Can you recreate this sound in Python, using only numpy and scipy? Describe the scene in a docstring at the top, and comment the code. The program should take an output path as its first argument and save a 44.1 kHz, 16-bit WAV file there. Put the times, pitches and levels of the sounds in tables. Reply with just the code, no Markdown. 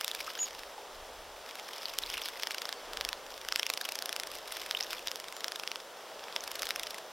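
"""In a garden, finches bathe close by in a shallow clay dish. Their wings slap the water about 27 times
a second in short bouts of shaped noise bursts, each bout nearly even in beat and bending once in force.
Spray patters back as random ticks and tiny ringing bubbles, and settles when the wings stop.
One bird gives a thin, trilled whistle and fainter ones follow, made from gliding sine tones.
Distant air murmurs, a light breeze rumbles and the microphones hiss: all three are coloured noise."""
import sys
import numpy as np
from scipy import signal
from scipy.fft import rfft, irfft, next_fast_len
from scipy.io import wavfile
from scipy.ndimage import map_coordinates

SR = 44100
rng = np.random.default_rng(int(sys.argv[2]) if len(sys.argv) > 2 else 0)


def generate_wav(sig):
    """Save sig (samples, or channels by samples) to the path in sys.argv[1] as 16-bit PCM at SR."""
    pcm = np.round(np.clip(np.atleast_2d(sig).T, -1, 1) * 32767).astype(np.int16)
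    wavfile.write(sys.argv[1], SR, pcm)


N = 313992  # length of the scene [samples]

# Bouts of wing beats: (first slap [s], last slap [s], number of slaps, slowing [share of the beat],
# energy of the first slap [dB], energy at the turn [dB], energy of the last slap [dB], place of the turn [0-1],
# typical smack pitch [Hz], typical treble crackle [dB], typical splash length [ms], relative spray [dB])
WING_BOUTS = [(0.011, 0.149, 5, -0.0034, -7.5, -5, -10, 0.16, 3480, -7.5, 0.66, -47.5),
              (0.353, 0.6344, 8, .17, -15, -20, -18.5, 0.47, 2970, -14, 1.2, -52.5),
              (1.462, 1.597, 4, -0.2, -22, -17.5, -17.5, 0.6, 3000, -12.5, 0.9, -52),
              (1.687, 1.937, 6, 0.18, -17, -18.5, -14, 0.5, 2940, -10.5, 1.4, -49),
              (2.023, 2.257, 7, 0.022, -24, -11, -11.5, 0.3, 3020, -8.5, 2.5, -44),
              (2.434, 2.7271, 9, -.04, -6, -10, -9.5, 0.38, 2820, -11, 0.92, -54),
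              (2.934, 3.130, 6, 0.067, -13, -5.5, -8, 0.37, 3050, -10.5, 0.49, -62),
              (3.265, 3.449, 6, -.12, -23, -18, -18, 0.9, 2940, -9, 0.98, -53.5),
              (3.487, 3.666, 6, -0.05, -7.5, -.5, -5.5, 0.32, 3270, -12, 0.48, -52),
              (3.701, 3.889, 6, 0.075, -2.5, -7.5, -8, 0.03, 3200, -6.5, 1.73, -57),
              (3.921, 4.271, 11, 0.07, -10, -7.5, -15, 0.79, 3580, -6.5, 0.8, -61),
              (4.316, 4.386, 3, -.2, -18, -19, -22.5, .5, 3000, 0, 0.95, -49.5),
              (4.476, 4.662, 5, .04, -17, -11, -14.5, .25, 2830, -6.5, 3.1, -47.5),
              (5.073, 5.407, 9, -0.048, -7, -17, -16, 0.49, 3500, -8.5, 0.71, -56),
              (5.444, 5.6355, 6, 0.015, -5.5, -10.5, -11.5, 0.3, 3040, -12, 0.75, -60),
              (5.676, 5.801, 4, 0.095, -7.5, -12, -20, 0.8, 3500, -16.5, 0.52, -63),
              (6.194, 6.326, 4, -.1, -22, -18.5, -18.5, .66, 2800, -15, .5, -61),
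              (6.438, 6.593, 5, 0.0086, -14, -12, -12, 0.16, 3300, -6, 2.8, -54.5),
              (6.631, 6.707, 3, -0.011, -8, -11, -4, .5, 3400, -15, .6, -49),
              (6.621, 6.690, 3, 0.064, -8.5, -13.5, -11.5, .5, 3260, -3, 0.53, -53),
              (6.760, 6.982, 7, 0.065, -8.5, -10, -16, 0.26, 3400, -6, 1.6, -57)]
# Slaps listed one by one, some alone and some close to a bout: (time [s], energy [dB], smack pitch [Hz],
# treble crackle [dB], splash length [ms], relative spray [dB])
SINGLE_SLAPS = [(0.204, -12, 2880, -7, 1.9, -43), (0.303, -16, 2500, -13, 2.9, -51),
                (1.987, -3, 3930, -2.5, .063, -52), (2.286, -11.5, 2900, -4, .7, -45.5),
                (2.397, -14.5, 3140, -10, 2.2, -53), (2.423, -13.5, 3280, -13.5, 2.6, -48),
                (4.711, -4, 3220, -13, 0.088, -45), (4.808, -6.5, 5000, -18, 0.74, -41),
                (4.931, -8.5, 3200, -10, 0.86, -47.5), (5.082, -9.5, 4420, -24, 1.3, -54),
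                (6.363, -3.5, 2950, -17.5, 0.45, -53)]
# Colour of a splash in the dish: (frequency [Hz], relative level [dB])
SPLASH_COLOUR = [(100, -45), (450, -12), (900, -6), (1600, -1), (2500, -2.5), (3350, 1), (4200, -4),
                 (5300, 1), (6800, -10.5), (8600, -13), (11000, -10.5), (14000, -13.5), (16000, -21.5)]
# Stereo width of the water, side against middle, before it drifts: (frequency [Hz], level [dB])
WATER_WIDTH = [(300, -16), (2400, -61), (4400, -47), (8000, -16), (12000, -16), (16000, -7)]
# Colour of drops ticking on water: (frequency [Hz], relative level [dB])
DROP_COLOUR = [(200, -32), (900, 3.5), (1600, -7), (2500, 1), (3350, 6.5), (4200, 0.5), (5300, 8),
               (6800, -12.5), (8600, -10.5), (11000, -7), (14000, -4.5), (16000, -16)]
# Single bubbles that ring: (time [s], relative level of ring and tick [dB], starting pitch [Hz])
RINGING_BUBBLES = [(0.207, -25.5, 2250), (0.278, -27, 1250), (0.28, -33, 1520), (0.375, -33, 1590),
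                   (0.392, -26.5, 2900), (0.78, -33.5, 820), (1.856, -17, 4500), (2.036, -19, 3820),
                   (2.069, -29, 4550), (2.142, -27, 2460), (2.171, -23, 2840), (2.183, -26, 2670),
                   (2.237, -27, 5230), (4.749, -15, 2960), (4.771, -19.5, 3600), (4.827, -20.5, 5430),
                   (4.835, -23, 6040), (4.983, -28, 3300), (4.993, -30.5, 2570), (6.407, -25, 6040)]
# Whistles of one near and two far birds: (start [s], length [s], top pitch before the trill [Hz],
# fall at the ends [Hz], level [dB], trill [share of the pitch])
BIRD_WHISTLES = [(0.376, 0.084, 6880, 450, -31.5, 0.02), (2.735, .075, 4500, 40, -57, .006),
                 (5.31, .11, 7180, 500, -57, .014)]
# Colour of the distant air: (frequency [Hz], relative level [dB])
AIR_COLOUR = [(30, -34), (120, -24.5), (200, -17), (300, -11), (420, -3.5), (560, 0), (800, -3), (1300, -6),
              (2400, -14), (3350, -10.5), (4200, -16.5), (5300, -14.5), (7500, -25.5), (16000, -35)]
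# Puffs of breeze on the microphone: (start of full strength [s], end of it [s], level before lumps [dB])
BREEZE_PUFFS = [(.2, .25, -71), (.55, .65, -68), (.98, 1.34, -61.5), (2.02, 2.148, -61), (2.9, 3.1, -61.5),
                (3.15, 3.55, -70.5), (4.33, 5.08, -72.5), (6.46, 6.82, -71)]
# Colour of the breeze's rumble: (frequency [Hz], relative level [dB])
BREEZE_COLOUR = [(10, -23), (25, 3), (45, -3.5), (70, -5.5), (110, -17), (250, -40), (1000, -90)]
# Colour of the microphones' own noise: (frequency [Hz], relative level [dB])
HISS_COLOUR = [(30, -33), (400, 4), (1500, -15), (4000, -4), (6500, 8), (12000, 5), (16000, 2)]


def slaps(droplets=1.43, usual_hz=3200, usual_crackle_db=-9.0, tilt_per_octave=7, rim_db=-16, rim_ms=3,
          early_db=-18, early_s=.0065, pocket_db=-12, pocket_cycles=2.0,
          spatter_db=-15.5, spatter_s=.008, spatter_hz=4600, size=1024, drops_per_slap=6):
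    """Each slap opens with a faint, short noise, then smacks the water, tears off droplets and throws spatter."""
    out = np.zeros(N)
    ms = np.arange(size) / SR * 1000
    for s, db, hz, crackle_db, length_ms in wing_beats():
        tear, scatter, grain = rng.standard_normal((3, size))

        # The shorter the splash, the more of it is one clean smack (a click)
        torn = unit(tear ** 3 * np.exp(-(ms / (1.62 * length_ms + 0.33)) ** 2))
        push = unit(droplets * length_ms * torn + unit(ms == 0))
        push = push + amp(rim_db) * unit(scatter * np.exp(-ms / rim_ms))  # the rim scatters it back
        tilt = tilt_per_octave * np.log2(hz / usual_hz)
        colour = ring(SPLASH_COLOUR, tilt, crackle_db - usual_crackle_db)

        # Air caught under the wing rings very briefly and gives each slap its own note
        pocket = bubble(hz * np.exp(rng.normal(0, 0.2)), pocket_cycles, 0, size=size)
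        pocket = amp(pocket_db) * rng.choice([-1, 1]) * burst(pocket)
        smack = signal.fftconvolve(push, burst(colour) + pocket)
        add(out, s, amp(db) * burst(smack))

        # A faint, short noise comes a few milliseconds early
        opening = signal.fftconvolve(grain ** 3 * np.exp(-ms / 2), colour)
        add(out, s - early_s * rng.uniform(.6, 1.4), amp(db + early_db) * burst(opening))

        # Loose drops land around the slap, each with its own tiny pitch; long, wet splashes make them louder
        wetness = np.sqrt(length_ms / drops_per_slap)
        for shift, strength, pitch in rng.standard_normal((drops_per_slap, 3)):
            drop_hz = min(spatter_hz * np.exp(.5 * pitch), SR / 3)
            drop = burst(bubble(drop_hz, 2.6, 0, size=200))
            drop_db = db + spatter_db + 3.9 * np.tanh(strength)
            add(out, s + spatter_s * shift, amp(drop_db) * wetness * drop)
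    return out


def wing_beats(uneven_db=0.1, pitch_spread=0.074, crackle_spread_db=1.5, length_spread=0.35,
               brighter_per_db=.015, shorter_per_db=0.12):
    """List every slap; a bout's beat drifts evenly, its force turns once, and harder beats are shorter and brighter."""
    beats = [row[:5] for row in SINGLE_SLAPS]
    for (first, last, count, slowing, first_db, turn_db, last_db, turn,
         hz, crackle_db, length_ms, _) in WING_BOUTS:
        for u in np.linspace(0, 1, count):  # place within the bout
            force, pitch, crackle, wet = rng.standard_normal(4)
            s = first + (last - first) * (u - slowing * u * (1 - u) / 2)
            db = np.interp(u, [0, turn, 1], [first_db, turn_db, last_db])
            harder_db = db - (first_db + turn_db + last_db) / 3
            beats.append((s,
                          db + uneven_db * force,
                          hz * np.exp(pitch_spread * pitch + brighter_per_db * harder_db),
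                          crackle_db + crackle_spread_db * crackle,
                          length_ms * np.exp(length_spread * wet - shorter_per_db * harder_db)))
    return beats


def spray(level_db=-1.8, drops_per_s=1400, size_db=4.0, fizz_db=-3, fizz_hz=3900, cycles=2.0,
          clump_db=5.5, bubble_count=7000):
    """Thrown drops tick back onto the water in clumps, among many tiny ringing bubbles."""
    sizes = amp(size_db * np.minimum(rng.exponential(size=N), 3.5)) * rng.choice([-1, 1], N)
    landings = rng.random(N) < drops_per_s / SR
    ticks = signal.fftconvolve(sizes * landings, ring(DROP_COLOUR))[:N]

    fizz = np.zeros(N)
    for _ in range(bubble_count):
        when, strength = rng.random(2)
        # tanh leaves out very large and very small bubbles
        hz = fizz_hz * np.exp(np.tanh(.65 * rng.standard_normal()))
        add(fizz, when * N / SR, amp(19.0 * strength ** 3) * bubble(hz, cycles, 0.0051, size=400))

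    patter = unit(ticks) + amp(fizz_db) * unit(fizz)
    clumped = unit(amp(clump_db * wobble(110)) * patter)
    return amp(level_db) * stirring() * clumped


def stirring(calm_db=-60, rise_s=0.026, settle_s=0.24):
    """Strength of the spray: it holds through each bout or slap and settles afterwards."""
    spells = [(first, last, db) for first, last, *_, db in WING_BOUTS]
    spells += [(s, s, db) for s, *_, db in SINGLE_SLAPS]
    gains = [amp(db) * swell(start, end, rise_s, settle_s) for start, end, db in spells]
    return np.maximum(amp(calm_db), np.max(gains, axis=0))


def stray_drops(per_s=90, over_spray_db=-10.0, size_db=3, hz=3300, pitch_spread=0.287, cycles=3.4, tick_db=-1):
    """Bigger drops fall one by one into the stirred water: each ticks and rings for a moment."""
    out, stir, tick = np.zeros(N), stirring(), ring(DROP_COLOUR)
    for when, size, pitch in rng.random((round(per_s * N / SR), 3)):
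        drop_db = over_spray_db + size_db * min(-np.log(1 - size), 3)  # mostly small, a few large
        gain = stir[int(when * N)] * amp(drop_db) * np.sqrt(SR / per_s)
        drop_hz = hz * np.exp(2 * pitch_spread * (2 * pitch - 1))
        plink = burst(bubble(drop_hz, cycles, .01, size=len(tick)))
        add(out, when * N / SR, gain * burst(plink + amp(tick_db) * burst(tick)))
    return out


def bubbles(ring_db=-1, cycles=5, rise=0.01):
    """A drop ticks on the surface and the larger bubble that it traps plinks."""
    out, tick = np.zeros(N), burst(ring(DROP_COLOUR))
    for s, db, hz in RINGING_BUBBLES:
        add(out, s, amp(db + ring_db) * bubble(hz, cycles, rise))
        add(out, s, amp(db) * tick)
    return out


def bubble(hz, cycles, rise, size=1500):
    """A trapped bubble rings like a damped spring, fading over some cycles while its pitch may rise."""
    turns = hz * np.arange(size) / SR
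    tone = np.sin(2 * np.pi * turns * (1 + rise * turns / cycles))
    return tone * np.exp(-turns / cycles) * (1 - np.exp(-2 * turns))


def whistles(trill_hz=74, trill_drift=.3, roughness=.0052, flutter_db=2.5, overtone_db=-26, late_peak=1.32):
    """Thin whistles that arch in pitch, swell late and trill in pitch and strength together."""
    out, t = np.zeros(N), np.arange(N) / SR
    drift = trill_drift * wobble(44)  # of the trill's phase [radians]
    grain = roughness * wobble(400)  # share of the pitch
    for s, length, top_hz, fall_hz, db, depth in BIRD_WHISTLES:
        on = (t > s) & (t < s + length)
        u = (t[on] - s) / length  # place within the whistle, 0-1
        trill = np.cos(2 * np.pi * trill_hz * length * (u - .5) + drift[on])
        arch_hz = top_hz - fall_hz * (2 * u - 1) ** 2
        hz = arch_hz * (1 + depth * trill + grain[on])
        phase = 2 * np.pi * np.cumsum(hz) / SR
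        strength = amp(db + flutter_db * trill) * np.sin(np.pi * u ** late_peak)
        tone = np.sin(phase) + amp(overtone_db) * np.sin(2 * phase)
        add(out, s, strength * np.sqrt(2) * tone)
    return out


def yard(x):
    """Fence and ground return a thin, short echo, like noise that fades by 60 dB in a quarter second."""
    t = np.arange(SR // 3) / SR
    tail = rng.standard_normal(len(t)) * amp(-60 * t / .25) * (1 - np.exp(-t / 0.002))
    return signal.fftconvolve(x, burst(tail))[:N]


def distant_air(level_db=-47.5, drift_db=1.13):
    """Distant air murmurs almost steadily: coloured noise whose level drifts a little."""
    return amp(level_db + drift_db * wobble(3.09)) * noise(AIR_COLOUR)


def breeze(lull_db=-82, rise_s=0.06, fall_s=0.086, lumps_db=1.7):
    """Puffs of breeze push on the microphone and rumble low, in soft lumps."""
    puffs = [amp(db) * swell(start, end, rise_s, fall_s) for start, end, db in BREEZE_PUFFS]
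    strength = amp(lull_db) + np.max(puffs, axis=0)
    return strength * amp(lumps_db * wobble(10)) * noise(BREEZE_COLOUR)


def hiss(level_db=-59.5):
    """Each of the two microphones adds its own steady noise."""
    return amp(level_db) * np.array([noise(HISS_COLOUR), noise(HISS_COLOUR)])


def amp(db):
    """Turn decibels into a gain."""
    return 10 ** (np.asarray(db) / 20)


def unit(x):
    """Scale to an average strength (rms) of 1."""
    return x / np.sqrt(np.mean(x ** 2) + 1e-20)


def burst(x):
    """Scale a short sound to energy 1."""
    return x / np.linalg.norm(x)


def add(track, s, sound):
    """Mix a sound into a track at time s [s]."""
    part = track[max(round(s * SR), 0):][:len(sound)]
    part += sound[:len(part)]


def swell(start, end, rise_s, fall_s):
    """Gain that rises to 1 at start, holds until end and dies away."""
    t = np.arange(N) / SR
    return np.exp(np.minimum(t - start, 0) / rise_s - np.maximum(t - end, 0) / fall_s)


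def wobble(rate):
    """A smooth random curve through `rate` random points a second."""
    points = rng.standard_normal(int(N * rate / SR) + 4)
    return map_coordinates(points, [np.arange(N) * rate / SR])


def along(points, hz):
    """Read a curve of (frequency [Hz], value) points, spaced as the ear hears pitch (log scale)."""
    f, v = np.transpose(points)
    return np.interp(np.log(hz + 1), np.log(f), v)


def filtered(x, response):
    """Multiply each frequency of x by a response, with spare room so the end does not wrap round."""
    m = next_fast_len(N + SR // 2)
    return irfft(rfft(x, m) * response(np.fft.rfftfreq(m, 1 / SR)), m)[..., :N]


def noise(spectrum):
    """Coloured noise with an average strength (rms) of 1."""
    return unit(filtered(rng.standard_normal(N), lambda hz: amp(along(spectrum, hz))))


def ring(spectrum, tilt=0, treble_db=0, size=1024):
    """A click of this colour with no pre-echo; the part below the treble tilts [dB per octave]."""
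    hz = np.fft.rfftfreq(size, 1 / SR)
    treble = along([(5500, 0), (8000, 1)], hz)
    db = along(spectrum, hz) + (1 - treble) * tilt * np.log2((hz + hz[1]) / 3200) + treble * treble_db
    # Folding the cepstrum moves all the energy as early as possible (minimum phase)
    cepstrum = irfft(np.log(amp(db)))
    cepstrum[1:size // 2] *= 2
    cepstrum[size // 2 + 1:] = 0
    return irfft(np.exp(rfft(cepstrum)))


def scene(call_echo_db=-23, water_echo_db=-21):
    """The dish is straight ahead; the water's side sound and the hiss differ between the two microphones."""
    water = slaps() + spray() + stray_drops() + bubbles()
    # A quarter-turn of phase (1j) widens the water; this stereo width drifts at random
    side = filtered(water, lambda hz: 1j * amp(along(WATER_WIDTH, hz))) * np.tanh(2 * wobble(6))
    calls = whistles()
    echo = yard(amp(water_echo_db) * water + amp(call_echo_db) * calls)
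    middle = water + calls + echo + distant_air() + breeze()
    return middle + np.array([side, -side]) + hiss()


def record(dry):
    """Nothing at or above the band limit of 15950 Hz is kept."""
    return filtered(dry, lambda hz: hz < 15950)


dry = scene()
out = record(dry)
generate_wav(out)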